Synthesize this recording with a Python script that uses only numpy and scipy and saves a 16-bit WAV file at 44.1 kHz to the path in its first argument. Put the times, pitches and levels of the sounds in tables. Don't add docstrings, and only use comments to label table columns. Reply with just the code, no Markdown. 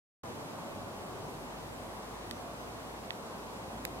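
import sys
import numpy as np
from scipy import signal
from scipy.fft import rfft, irfft
from scipy.io import wavfile

SR = 44100
rng = np.random.default_rng(int(sys.argv[2]) if len(sys.argv) > 2 else 0)


def digitize_waveform(pressure):
    field = np.atleast_2d(pressure).T
    bounded = np.clip(field, -1, 1)
    quanta = np.round(bounded * 32767).astype(np.int16)
    wavfile.write(sys.argv[1], SR, quanta)


N = 176400
T = np.arange(N) / SR
BIN_HZ = np.maximum(np.arange(N // 2 + 1) * SR / N, 1)

# time in seconds, level in dB, extra weight of the low roar in dB.
TRAFFIC_RIDE = [(.26,-43.5,-0.5),(.7,-45.5,1.5),(1.25,-45,1.5),(1.5,-46,0.6),(2.3,-44.5,-1.5),(3.4,-45.5,-0.2),(3.98,-44.5,-0.3)]
# frequency in Hz, relative spectral density in dB.
TRAFFIC_MID_COLOUR = [(25,-26),(40,-13),(62,-7.5),(76,-8),(95,0),(160,-1),(225,1.5),(300,-1),(400,-2),(640,-2),(850,-1.7),(1060,-3),(1300,-11),(1700,-17.5),(2600,-25),(5000,-52)]
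TRAFFIC_SIDE_COLOUR = [(25,-32),(55,-17),(100,-6.5),(190,-3),(340,-0.5),(1000,-3),(1400,-8),(2000,-16.5),(4000,-17.5)]
HISS_MID_COLOUR = [(800,-6.5),(1900,-1),(3000,1.5),(5000,-0.5),(7000,-1.5),(9500,-3),(10700,-4.5),(12000,-5),(13700,-7.5),(15700,-12)]
HISS_SIDE_COLOUR = [(800,-1),(1800,1.5),(3000,-3),(3700,-4),(4200,-6),(4900,-8),(6000,-10.5),(8000,-13.5),(10500,-16),(13500,-17),(15700,-23)]
# pitch in Hz, level in dB.
HISS_WHINES = [(3906,-82),(6283,-83),(7558,-79.5),(8140,-77),(8785,-83),(9308,-81.5),(10060,-82),(11084,-81.5),(11700,-80.5)]
# time in seconds, firing rate in Hz, level in dB.
ENGINE_REVS = [(.3,41.3,-78),(.85,44.3,-69),(1.3,46.3,-59.5),(1.7,51.95,-58),(2.2,52.8,-55.5),(2.45,57.65,-61),(2.95,56.3,-57),(3.15,62,-66),(3.35,57.1,-63),(3.6,55.8,-58),(4,56,-54)]
# start in seconds, length in seconds, opening pitch in Hz,
# closing pitch in Hz, level in dB.
BIRD_CHIRPS = [(1.715,.06,8000,6700,-63.5),(2.305,.115,5700,5850,-64.5),(2.55,.11,6100,6150,-68),(2.56,.07,4950,4900,-67.5)]
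# start in seconds, gain in dB, brightness as a low-pass cutoff in Hz,
# decay time of the rub in seconds, extra weight of the low knock in dB.
HANDLING_CLICKS = [(2.3112,-6.5,10500,.0018,0),(3.1064,1.5,3650,.0005,-1),(3.8508,-7,1900,.001,6),(3.8518,-7,14000,.001,2),(3.85224,-6.5,14000,.0012,6)]
# pitch in Hz, gain in dB, time to fade by 60 dB in seconds.
CAMERA_MODES = [(1350,-41,.008),(1920,-27,.01),(2600,-30,.005),(3600,-22.5,.003),(4750,-24,.004),(7400,-38,.003),(8900,-33,.003),(11200,-30,.003),(13700,-22.5,.003),(14700,-28,.003)]


def from_db(db):
    return 10 ** (np.asarray(db) / 20)


def unit_rms(x):
    return x / np.sqrt(np.mean(x ** 2) + 1e-20)


def automation(rows):
    times, *columns = np.transpose(rows)
    return [np.interp(T, times, column) for column in columns]


def drift(rate_hz):
    return unit_rms(irfft(rfft(rng.standard_normal(N)) / (1 + (BIN_HZ / rate_hz) ** 2), N))


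def ring(x, hz, t60):
    decay, angle = from_db(-60 / (t60 * SR)), 2 * np.pi * hz / SR
    feedback = decay * np.cos(angle)
    return signal.lfilter([1, -feedback], [1, -2 * feedback, decay ** 2], x + 1e-18)


def wash(colour, swell_db, rate_hz, bands=16):
    hz, db = np.transpose(colour)
    spectrum = rfft(rng.standard_normal(N)) * from_db(np.interp(np.log(BIN_HZ), np.log(hz), db))
    spectrum /= (1 + (hz[0] / 2 / BIN_HZ) ** 4) * (1 + (BIN_HZ / hz[-1] / 2) ** 4)
    band_of_bin = np.searchsorted(np.geomspace(hz[0], hz[-1], bands - 1), BIN_HZ)
    layers = (irfft(spectrum * (band_of_bin == k), N) for k in range(bands))
    return unit_rms(sum(layer * from_db(swell_db * drift(rate_hz)) for layer in layers))


def stereo(mid, side):
    return np.array([mid + side, mid - side])


def traffic():
    level_db, roar_db = automation(TRAFFIC_RIDE)
    mid = from_db(.5) * wash(TRAFFIC_MID_COLOUR, swell_db=1.14, rate_hz=1.8)
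    side = from_db(-6) * wash(TRAFFIC_SIDE_COLOUR, swell_db=1.14, rate_hz=12)
    bed = stereo(mid, side)
    low_roar = signal.sosfiltfilt(signal.butter(3, 550, fs=SR, output="sos"), bed)
    return from_db(level_db) * (bed + (from_db(roar_db) - 1) * low_roar)


def hiss(whine_width_hz=50):
    white = rng.standard_normal(N)
    t60 = np.log(1000) / np.pi / whine_width_hz
    whines = sum(from_db(db) * unit_rms(ring(white, hz, t60)) for hz, db in HISS_WHINES)
    mid = from_db(-59) * wash(HISS_MID_COLOUR, swell_db=.5, rate_hz=12, bands=6)
    side = from_db(-54) * wash(HISS_SIDE_COLOUR, swell_db=.5, rate_hz=20, bands=6)
    return stereo(mid + whines, side)


def engine(octave_db=-10.5, flutter_db=1):
    firing_hz, level_db = automation(ENGINE_REVS)
    phase = 2 * np.pi * np.cumsum(firing_hz) / SR
    octave = from_db(octave_db + 2.4 * drift(3.4)) * np.sin(2 * phase)
    hum = np.sqrt(2) * (np.sin(phase) + octave)
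    return from_db(level_db + flutter_db * drift(5)) * hum


def bird(arch_hz=250, waver_hz=65):
    chirps, waver = np.zeros(N), waver_hz * drift(106)
    for start_s, length_s, from_hz, to_hz, db in BIRD_CHIRPS:
        progress = np.clip((T - start_s) / length_s, 0, 1)
        arch = np.sin(np.pi * progress)
        pitch_hz = from_hz + (to_hz - from_hz) * progress + arch_hz * arch + waver
        chirps += from_db(db) * arch * np.sin(2 * np.pi * np.cumsum(pitch_hz) / SR)
    return chirps


def snap(rub_s, rub_db=-19):
    age = T[:SR // 20]
    force = from_db(rub_db) * rng.standard_normal((2, len(age))) * np.exp(-age / rub_s)
    force[:, 0] = 1
    return force


def handling(crack_db=-23, knock_below_hz=3000, left_db=-5, left_lag_s=.00002):
    clicks = np.zeros((2, N + SR))
    for start_s, db, bright_hz, rub_s, knock_db in HANDLING_CLICKS:
        force = signal.sosfilt(signal.butter(3, bright_hz, fs=SR, output="sos"), snap(rub_s))
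        body = sum(from_db(mode_db + knock_db * (hz < knock_below_hz)) * ring(force, hz, t60)
                   for hz, mode_db, t60 in CAMERA_MODES)
        start = int(start_s * SR)
        clicks[:, start:start + force.shape[1]] += from_db(db) * (from_db(crack_db) * force + body)
    left, right = clicks[:, :N]
    late_left = np.interp(T - left_lag_s, T, left)
    return np.array([-from_db(left_db) * late_left, right])


def scene():
    return traffic() + hiss() + engine() + bird() + handling()


def record(dry):
    start_s, fade_s, cutoff_hz = .233, .002, 16050
    gate = np.clip((T - start_s) / fade_s, 0, 1)
    return signal.sosfiltfilt(signal.butter(40, cutoff_hz, fs=SR, output="sos"), dry * gate)


dry = scene()
out = record(dry)
digitize_waveform(out)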